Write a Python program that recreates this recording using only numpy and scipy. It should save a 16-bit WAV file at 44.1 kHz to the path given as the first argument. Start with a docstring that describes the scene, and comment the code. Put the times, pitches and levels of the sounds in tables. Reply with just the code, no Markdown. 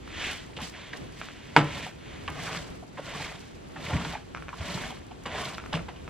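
"""A broom on a wooden deck

A plastic broom sweeps a wooden deck under a porch roof, heard a few metres away through two close ports.
Bristles flicking over the grain are random clicks and noise shaped by spectra and board resonances.
The head lands with taps and one hard knock, made of ringing modes, noise splashes and a deck thud.
The handle ticks and creaks in its socket, tufts scratch as they snag, and soft thumps bend the boards.
Roof and wall give a short echo of fading noise, over a quiet outdoor background of shaped noise.
"""
import sys
import numpy as np
from scipy import signal
from scipy.fft import rfft, irfft, next_fast_len
from scipy.io import wavfile
from scipy.ndimage import map_coordinates

SR = 44100
rng = np.random.default_rng(int(sys.argv[2]) if len(sys.argv) > 2 else 0)


def wrap_up_sound(samples):
    """Save the sound to the file named by the first command line argument, as 16-bit audio."""
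    columns = np.atleast_2d(samples).T
    # keep every value between -1 and 1, then stretch to whole-number steps
    tamed = np.clip(columns, -1, 1)
    steps = np.round(tamed * 32767).astype(np.int16)
    wavfile.write(sys.argv[1], SR, steps)


N = 268811  # length of the scene in samples

# Broom strokes; start_s is when full speed is reached, levels are before the trims in sweeping():
# start_s, hold_s, rise_s, fall_s, bristle_db, rasp_db, tip_hiss_db, rumble_db, tip_lag_s
STROKES = [ (0.223, 0.055, 0.19, 0.2, -33.5, -45.5, -50, -67, 0.048),
           (0.621, 0.019, 0.073, 0.078, -41, -45.5, -48, -42, 0.031),
           (0.769, 0.017, 0.11, 0.43, -45, -50, -82, -70, 0.026),
           (0.946, 0.007, 0.026, 0.045, -71, -45, -56, -62, 0.019),
           (1.222, 0.021, 0.16, 0.29, -48, -54.5, -59, -58, -0.018),
           (1.464, 0.029, 0.74, 0.087, -52, -70, -71, -69, -0.0051),
           (1.74, 0.099, 0.37, 0.13, -40.5, -44, -55, -40, 0.011),
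           (2.084, 0.065, 0.19, 0.3, -49.5, -56, -87, -74, 0.045),
           (2.434, 0.11, 0.24, 0.21, -41, -38.5, -49, -41, 0.025),
           (3.096, 0.16, 0.16, 0.22, -42, -41.5, -52.5, -43.5, 0.000089),
           (3.416, 0.033, 0.25, 0.2, -55.5, -78, -61.5, -69, 0.0082),
           (3.858, 0.26, 0.16, 0.14, -42, -41.5, -53, -42, -0.00031),
           (3.945, 0.041, 0.077, 0.096, -53.5, -35, -68, -25, 0),
           (4.684, 0.16, 0.21, 0.18, -40.5, -39, -50.5, -38, -0.0045),
           (5.37, 0.049, 0.14, 0.23, -37.5, -34.5, -50, -38, 0.036),
           (5.962, 0.018, 0.075, 0.14, -63.5, -57, -94, -47, 0)]
# Light brushing between strokes, same trims: bristle_db, rasp_db, tip_hiss_db, rumble_db
TRAIL_DB = (-70, -63.5, -68.5, -56)
SWING_DB = 24.5  # a stroke gains this much over its rise and loses it over its fall
SWING_CURVE = 1.274  # power that bends the level over at the top and makes it drop ever faster

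# Board resonances under the rubbing bristles, before they drift: pitch_hz, width_hz, level_db
RASP = [(419, 87, 0.5), (589, 33, 6), (705, 90, 5.5), (910, 250, 4), (995, 185, 8), (1210, 113, -4),
        (1417, 49, 2.5)]
# Deep shaking of the boards: pitch_hz, width_hz, level_db
RUMBLE = [(80, 31, -2.5), (136.6, 21, 1.5), (169, 12, 4), (226, 55, -6), (289, 9.3, -4.5)]
BOARD_DRIFT = .07  # typical drift of the rasp's pitch from spot to spot, as a share of it
# Spectrum of the bristles: pitch_hz, level_db
BRISTLES = [(200, -7), (700, -9), (1200, -9), (1800, -1), (2300, -1), (2700, -3.5), (3200, -2), (4000, -9),
            (5000, -16), (7000, -16), (12000, -36)]
# Spectrum of the fine tips: pitch_hz, level_db
TIPS = [(2500, -25), (4200, -6), (4800, -1), (6800, -1), (8200, -.5), (9300, 0), (11000, 1), (12800, -1),
        (14000, -9), (15500, -20)]
# Spectrum of the tip fizz that differs between the ports: pitch_hz, level_db
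SCATTER = [(3000, -1), (4600, 5.5), (7200, -3), (8200, 1), (9300, -47)]

# Stiff tufts snag and scratch free; the rows near 5.73 s are instead sharp cracks of the head landing: start_s,
# level_db, pitch_hz (centre), length_s
SNAGS = [(0.211, -43, 2240, .014), (.24, -35, 2200, .01), (0.525, -54.5, 2240, .012),
         (0.565, -44, 3070, 0.014), (0.6, -43, 1060, .012), (0.632, -55, 990, .012),
         (0.739, -47, 1920, 0.022), (0.959, -52, 3000, .02), (1.832, -47, 2600, .03),
         (2.277, -36, 2490, .008), (2.288, -45, 900, .018), (2.468, -39, 1480, .016),
         (2.51, -42, 1900, .01), (2.551, -40.5, 2020, .026), (2.57, -39.5, 4030, .008),
         (2.971, -44.5, 1660, .018), (3.148, -52, 2200, .016), (3.197, -48, 2390, .014),
         (3.216, -43, 2100, .018), (3.758, -44, 1650, .016), (3.86, -39.5, 2150, .018),
         (3.907, -36, 890, .014), (4.147, -40.5, 2100, .008), (4.626, -57, 1900, .014),
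         (4.674, -44, 2000, .016), (4.784, -47, 1300, .014), (4.899, -51, 2380, .026),
         (4.969, -52.5, 2440, 0.011), (5.112, -53.5, 2610, .008), (5.258, -51, 2400, 0.015),
         (5.357, -41, 1900, .012), (5.378, -37.5, 1190, .016), (5.73, -30, 3370, 0.0032),
         (5.738, -31, 1300, .004), (5.745, -37, 3000, .004), (5.962, -55, 2700, .024)]
# Lesser snags: how many a second, level against the rasp level and its spread (dB)
SNAG_PER_S, SNAG_DB, SNAG_SPREAD_DB = 45, -2.5, 2.2
SNAG_LOW_HZ, SNAG_HIGH_HZ = 850, 4200
SNAG_SHORT_S, SNAG_LONG_S = .003, .012

# The head meets wood, ring level before dulling and splash level before fading:
# start_s, ring_db, thud_db, splash_db, pitch_factor (no unit), cushion_s (softening by the bristles)
BLOWS = [(0.568, -27, -61, -38.5, 1.5, 0.0011), (.587, -19, -52, -54, 0.91, 0.0013),
         (0.932, -19, -64, -52, 2.3, 0.00092), (1.5642, 10.5, -13, -20.5, 1.0, .0004),
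         (1.572, -12, -48, -28, 1.1, .001), (1.5879, -7, -29, -41, 1.4, 0.00047),
         (1.5935, -10, -27, -36, 1.4, 0.0018), (1.613, -11, -35, -48, 1.6, .001),
         (2.279, -6.5, -36, -40, 1.2, 0.0028), (2.975, -9, -41.5, -42.5, 1.08, 0.0071),
         (3.147, -16.5, -40.5, -38, 1.2, .002), (3.2, -16, -52, -38, 0.93, 0.0025),
         (3.758, -12, -39.5, -48, 0.94, 0.011), (3.896, -10.5, -45, -34.5, 0.62, 0.0058),
         (4.049, -13, -36, -41, 0.96, 0.0012), (4.607, -18.5, -55, -51, 0.7, 0.0023),
         (5.11, -34, -63, -50, 0.87, .001), (5.255, -4.5, -42, -30, 1.18, 0.0073),
         (5.7265, -8.5, -40, -30, 0.91, 0.0045), (5.737, -16, -41, -38, 1.17, 0.0008),
         (5.7504, -16, -62, -32, 2.4, 0.00054), (5.883, -17.5, -71, -41, 1.06, 0.0031)]
# Ringing of the head at pitch factor 1: pitch_hz, level_db, t60_s (time to fade by 60 dB)
HEAD = [(490, -5.5, 0.039), (683, -10, 0.18), (837, -3.5, 0.11), (939, 10, 0.033), (1020, -21, 0.51),
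        (1175, -8, 0.097), (1316, -14, 0.23), (1373, -4.5, 0.049), (1482, 10, 0.02), (1620, -2.5, 0.056),
        (1810, -15.5, 0.18), (1970, -1.5, 0.032), (2176, 11, 0.01), (2440, -10, 0.056), (2820, -17, 0.14),
        (3390, -4, 0.022), (3750, -12, 0.019), (4590, 2.5, 0.0067)]
# Ringing of the deck: pitch_hz, level_db, t60_s
DECK = [(116.8, 6, 0.15), (147.9, 3, 0.29), (166, -10, 0.18), (212, -5.5, 0.17), (251, 3, 0.11),
        (286.4, -2.5, 0.19), (314, -2.5, 0.18), (396.2, -10, 0.28), (466, -15, 0.26), (569, -19, 0.51),
        (659, -17.5, 0.3)]
# Spectrum of the bristle splash: pitch_hz, level_db
SPLASH = [(40, -42), (130, 5.5), (300, -1.5), (600, 3), (1000, -4.5), (1700, -3.5), (3000, 2.5), (3700, -5),
          (4200, -10), (4800, -9.5), (6000, -16.5), (8000, -13.5), (13000, -30), (15000, -61)]
CONTACT_HZ, CONTACT_SLOPE = 6500, 0.51  # cut-off at 1 ms of cushioning; softer blows are duller by this power

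# Dry ticks of the handle, level before dulling: start_s, level_db (peak)
TICKS = [(0.077, -30.5), (1.215, -20), (1.2867, -26), (2.483, -32), (2.53, -25), (2.549, -24),
         (4.3486, -20), (4.364, -29), (4.3728, -26.5), (4.381, -31), (4.424, -27), (4.4836, -25),
         (4.491, -23), (5.582, -19.5), (5.6, -28), (5.6397, -28), (5.661, -27), (5.7752, -24.5),
         (5.7932, -28), (6.0787, -25.5)]
# Ringing of the handle socket before each tick's own shift: pitch_hz, level_db, t60_s
SOCKET = [(1384, 4.5, 0.012), (1540, 4, 0.0073), (1770, -2, 0.011), (2270, 7, 0.006), (2650, -13, 0.0047),
          (5600, -4.5, 0.0062)]
TICK_SPREAD = .05  # no two ticks ring quite alike: typical share of the pitch

# Short creaking scuffs, level before the swell: start_s, level_db, pitch_hz, slip_s
CREAKS = [(.491, -50.5, 890, 0.012), (.93, -33, 1860, 0.0068), (1.861, -35, 760, 0.013),
          (2.825, -44, 770, 0.012), (2.985, -38, 580, 0.013), (3.311, -40.5, 630, 0.008),
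          (4.131, -37, 870, 0.009), (4.152, -33.5, 840, 0.0059), (4.526, -37.5, 1064, 0.013),
          (4.901, -40, 900, 0.0054), (4.92, -38.5, 780, 0.0077), (5.109, -42.5, 720, .01),
          (5.342, -36, 730, 0.012), (5.883, -36, 765, 0.0067)]
# Soft thumps of feet or broom on the boards, level before swell and fade: start_s, level_db, pitch_hz
STEPS = [(2.278, -38, 79), (2.393, -38.5, 170), (2.565, -36.5, 169), (3.923, -46, 100), (3.949, -25.5, 185),
         (4.091, -40, 62.6), (4.6, -29.5, 87), (5.325, -39.5, 90), (5.46, -38.5, 165), (5.737, -37.5, 83),
         (5.7432, -26, 165)]

# How far the left port trails the right: pitch_hz, lag_degrees
PORT_LAG = [(3000, 0), (4000, 28), (5000, 97), (7000, 106), (8200, 145), (9400, 174), (11000, 178)]
# Spectrum of the outdoor background: pitch_hz, level_db
OUTDOORS = [(20, -22), (35, -7), (55, 1), (90, -1), (150, -4), (250, -6), (420, -10), (600, -16),
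            (1000, -21.3), (2000, -24), (3200, -25.2), (5000, -33), (8000, -32.7), (9000, -34.5),
            (12500, -36), (15000, -50)]
# Its left-right difference against the part both ports share: pitch_hz, level_db
OUTDOORS_SIDE = [(30, -22), (60, -34), (120, -4), (200, -1), (320, 3.5), (1000, 4), (3000, -3),
                 (5000, -7.5)]
OUTDOORS_DB = -47  # middle of its slowly wandering level
TOP_HZ = 15300  # upper limit of the sound


def sweeping():
    """Tufts catch and slip on the grain and shake the boards; returns the sound and each port's fizz."""
    level_db, rasp_db, rumble_db = effort(0), effort(1), effort(3)
    hiss_db = effort(2, tips=True)
    rate = 8000 * undb(.4 * (level_db + 42.0))  # harder strokes free more bristles each second

    # whole tufts snag every few hundredths of a second: the rumble feels this most
    snag = walk(rate=76)
    bristle_clicks = colour(flicks(rate, scatter_db=2.0), BRISTLES)
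    bristles = undb(level_db + 0.37 * snag) * unit(bristle_clicks)

    board_clicks = resonate(flicks(rate / 4, scatter_db=2.5), RASP)
    rasp = undb(rasp_db + 0.38 * snag - 3.5) * unit(wander(board_clicks))

    shaking = resonate(rng.standard_normal(N), RUMBLE)
    rumble = undb(rumble_db + 3.4 * snag - 5.5) * unit(shaking)

    hiss = undb(hiss_db + 2.0 * snag)
    tip_clicks = colour(flicks(3 * rate, scatter_db=12.5), TIPS)
    tips = undb(1.5) * hiss * unit(tip_clicks)

    # tips all along the wide head reach each port by different paths
    port_noise = [unit(colour(rng.standard_normal(N), SCATTER)) for _ in range(2)]
    fizz = undb(3.0) * hiss * np.array(port_noise)
    return bristles + rasp + tips + rumble, fizz


def effort(column, tips=False):
    """Level in dB of one part of the sweeping: strokes rise, hold and fall; flexing tips may lead or trail."""
    t = np.arange(N) / SR
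    power = undb(TRAIL_DB[column]) ** 2
    for s, hold, rise, fall, *levels_db, lag in STROKES:
        since = t - s - lag * tips
        before = np.maximum(-since / rise, 0)
        after = np.maximum((since - hold) / fall, 0)
        stroke_db = levels_db[column] - SWING_DB * (before + after) ** SWING_CURVE
        power = power + undb(stroke_db) ** 2
    return 10 * np.log10(power)


def flicks(rate, scatter_db):
    """Bristles snapping free, rate a second, each a click of its own strength; rms 1."""
    snaps = (rng.random(N) < rate / SR) * rng.choice([-1, 1], N)
    strength = undb(scatter_db * rng.standard_normal(N))
    return unit(snaps * strength / np.sqrt(rate))


def wander(x):
    """Stretch and squeeze time so that resonances drift as the broom moves from board to board."""
    position = np.cumsum(1 + BOARD_DRIFT * walk(rate=9))
    return map_coordinates(x, [position], order=3, mode="mirror")


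def snags():
    """Tufts catch on gaps and splinters: listed scratches (with a few sharp landing cracks near 5.73 s), and
    many lesser ones that follow the rasp level."""
    out, level_db = np.zeros(N), effort(1)
    count = int(SNAG_PER_S * N / SR)
    for when, pitch, length, strength in zip(*rng.random((3, count)), rng.standard_normal(count)):
        hz = SNAG_LOW_HZ * (SNAG_HIGH_HZ / SNAG_LOW_HZ) ** pitch
        length_s = SNAG_SHORT_S + length * (SNAG_LONG_S - SNAG_SHORT_S)
        db = level_db[int(when * N)] + SNAG_DB + SNAG_SPREAD_DB * strength
        add(out, when * N / SR, undb(db) * scratch(hz, length_s))
    for s, db, hz, length_s in SNAGS:
        add(out, s, undb(db) * scratch(hz, length_s))
    return out


def scratch(hz, length_s, clicks_per_s=2200, width=0.5):
    """A tuft lets go bristle by bristle: clicks in one broad resonance, with the energy of rms 1 over its length."""
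    size = int(length_s * SR) + 1
    count = int(length_s * clicks_per_s) + 2
    places = rng.integers(0, size, count)
    clicks = np.bincount(places, rng.standard_normal(count), size + SR // 100)  # 10 ms to ring out
    band = [(hz, width * hz, 0)]
    y = resonate(resonate(clicks, band), band)
    return y * np.sqrt(size / np.sum(y ** 2))


def blows(bloom_s=0.0075, deck_cycles=4.9, splash_t60=0.27, treble_t60=0.14,
          rattle_db=-18, rattle_t60=0.07, rattle_per_s=350):
    """The hollow head rings and rattles, bristles splash unevenly, and a thud builds up, lowest notes last."""
    out, t = np.zeros(N), np.arange(SR // 2) / SR
    deck_signs = (-1) ** np.arange(len(DECK))[:, None]
    deck = ring(DECK, t, deck_signs, deck_cycles)
    for s, db, thud_db, splash_db, pitch, cushion_s in BLOWS:
        contact_hz = CONTACT_HZ * (.001 / cushion_s) ** CONTACT_SLOPE
        head = lowpass(ring(HEAD, t * pitch), contact_hz)  # a higher pitch also fades sooner

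        # the rattle repeats the ring at random moments
        spread = 1 - np.exp(-(t / bloom_s) ** 2)
        hits = (rng.random(len(t)) < rattle_per_s / SR) * rng.standard_normal(len(t))
        chatter = hits * spread * fade(t, rattle_t60)
        head = head + undb(rattle_db) * signal.fftconvolve(head, chatter)[:len(t)]

        clumps = undb(2.5 * flutter(len(t), 140))
        noise = unit(colour(clumps * rng.standard_normal(len(t)), SPLASH))
        dull = lowpass(noise, 1800)
        splash = dull * fade(t, splash_t60) + (noise - dull) * fade(t, treble_t60)

        landing = 1 - np.exp(-t / cushion_s)
        broom_head = landing * (undb(db) * head + undb(splash_db) * splash)
        add(out, s, broom_head + undb(thud_db) * deck)
    return out


def ticks(scuff_db=-22, scuff_t60=0.15, contact_hz=5500):
    """The handle shifts in its socket with a very short ring and a trace of scraping."""
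    out, t = np.zeros(N), np.arange(SR // 20) / SR
    for s, db in TICKS:
        pitch = 1 + TICK_SPREAD * rng.standard_normal()
        tick = lowpass(ring(SOCKET, t * pitch), contact_hz)
        smeared = signal.fftconvolve(tick, rng.standard_normal(len(t)))[:len(t)]
        scuff = unit(smeared) * fade(t, scuff_t60)
        add(out, s, undb(db) * (tick + undb(scuff_db) * scuff))
    return out


def creaks(ring_t60=0.036, waver=0.053, width=0.35, tone_db=-5, scrape_db=-12):
    """A brief gritty slip grates and squeaks in one resonance, its pitch wavering, with a faint broader scrape."""
    out, t = np.zeros(N), np.arange(SR // 8) / SR
    for s, db, hz, slip_s in CREAKS:
        rise = np.minimum(3 * t / slip_s, 1)  # full after a third of the slip
        swell = rise * fade(np.maximum(t - slip_s, 0), ring_t60)
        pitch_hz = hz * (1 + waver * flutter(len(t), 130))
        tone = np.sin(2 * np.pi * np.cumsum(pitch_hz) / SR)
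        band = [(hz, width * hz, 0)]
        scrape = unit(resonate(rng.standard_normal(len(t)), band))
        grit = unit(resonate(scrape, band))
        grip = undb(2.2 * flutter(len(t), 200))
        creak = unit(grip * (grit + undb(scrape_db) * scrape + undb(tone_db) * tone))
        add(out, s, undb(db) * swell * creak)
    return out


def thumps(t60=0.13):
    """A heel or the broom bends a board, which swings back and forth as a fading low tone."""
    out, t = np.zeros(N), np.arange(SR // 5) / SR
    swell = 2 * (1 - np.exp(-t / 0.0035))
    for s, db, hz in STEPS:
        add(out, s, undb(db) * np.sin(2 * np.pi * hz * t) * fade(t, t60) * swell)
    return out


def porch(x, echo_db=-13.5, low_t60=0.36, high_t60=0.28, delay_s=0.0022, side_db=-6):
    """Roof, wall and rails scatter a short echo, part of it from the sides; its treble fades sooner."""
    t = np.arange(SR // 2) / SR
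    build_up = 1 - np.exp(-(t / delay_s) ** 2)
    echoes = []
    for noise in rng.standard_normal((2, len(t))):
        dull = lowpass(noise, 800)
        tail = (dull * fade(t, low_t60) + (noise - dull) * fade(t, high_t60)) * build_up
        echoes.append(signal.fftconvolve(x, tail / np.linalg.norm(tail))[:N])
    front, side = echoes
    return undb(echo_db) * (ports(front) + undb(side_db) * np.array([side, -side]))


def outdoors():
    """A low distant rumble, alike at both ports, under a faint wide hiss; the level wanders."""
    front, side = (unit(colour(rng.standard_normal(N), OUTDOORS)) for _ in range(2))
    side = colour(side, OUTDOORS_SIDE)
    level = undb(OUTDOORS_DB + 1.64 * walk(rate=5.9))
    return level * (ports(front) + np.array([side, -side]))


def ports(x):
    """Long waves reach both ports alike; the shortest arrive in nearly opposite phase."""
    hz = np.fft.rfftfreq(N, 1 / SR)
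    lag = np.radians(np.interp(hz, *np.transpose(PORT_LAG)))
    turn = np.exp(.5j * lag)  # half the lag for each port
    return irfft(rfft(x) * np.array([1 / turn, turn]), N)


def undb(db):
    """Decibels to gain."""
    return 10 ** (np.asarray(db) / 20)


def unit(x):
    """Scale to rms 1."""
    return x / np.sqrt(np.mean(x ** 2))


def gains(points, size=N):
    """Turn a spectrum of (Hz, dB) points into gains on the FFT bins."""
    hz, db = np.transpose(points)
    bins_hz = np.fft.rfftfreq(size, 1 / SR) + 1  # 1 Hz up, to avoid log of zero
    return undb(np.interp(np.log(bins_hz), np.log(hz), db))


def colour(x, points):
    """Filter a sound by a spectrum of (Hz, dB) points."""
    size = next_fast_len(len(x), True)
    return irfft(rfft(x, size) * gains(points, size), size)[:len(x)]


def lowpass(x, hz):
    """A gentle second-order low-pass."""
    return signal.sosfilt(signal.butter(2, min(hz, SR / 2 - 1000), fs=SR, output="sos"), x)


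def resonate(x, bands):
    """Drive (Hz, width Hz, dB) resonances side by side, with alternating signs."""
    out = 0
    for k, (hz, width, db) in enumerate(bands):
        b, a = signal.iirpeak(hz, hz / width, fs=SR)
        out = out + (-1) ** k * undb(db) * signal.lfilter(b, a, x)
    return out


def fade(t, t60):
    """Exponential decay, 60 dB down at t60."""
    return np.exp(-np.log(1000) * t / t60)


def ring(modes, t, signs=1, bloom_cycles=0):
    """The ringing of struck modes, peak 1; each may take some of its cycles to build up."""
    hz, db, t60 = np.transpose(modes)[:, :, None]
    bloom = 1 - np.exp(-(hz * t / bloom_cycles) ** 2) if bloom_cycles else 1
    tones = signs * undb(db) * bloom * fade(t, t60) * np.sin(2 * np.pi * hz * t)
    y = np.sum(tones, axis=0)
    return y / np.abs(y).max()


def add(track, s, sound):
    """Mix a sound into the track at time s, cut off at the track's end."""
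    start = max(int(s * SR), 0)
    track[start:start + len(sound)] += sound[:max(N - start, 0)]


def walk(rate):
    """Smooth chance with a spread near 1, drawn anew rate times a second with straight lines between."""
    knots = rng.standard_normal(4096)
    return 1.2 * np.interp(np.arange(N) / SR * rate, np.arange(len(knots)), knots)


def flutter(size, hz):
    """Quick uneven wobble, mostly below hz; rms 1."""
    return unit(lowpass(rng.standard_normal(size), hz))


def scene():
    """The broom works a little to the right, which favours that port, most of all near 4500 Hz."""
    rubbing, fizz = sweeping()
    broom = rubbing + snags() + blows() + ticks() + creaks() + thumps()
    lean = colour(broom, [(200, -40), (550, -34), (4500, -18.5), (8000, -25)])
    direct = ports(broom) + np.array([-lean, lean])
    return direct + fizz + porch(broom) + outdoors()


def record(dry):
    """Clip at full scale, then cut steeply above TOP_HZ."""
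    clipped = np.clip(dry, -1, 1)
    return signal.sosfilt(signal.ellip(8, .2, 70, TOP_HZ, fs=SR, output="sos"), clipped)


dry = scene()
out = record(dry)
wrap_up_sound(out)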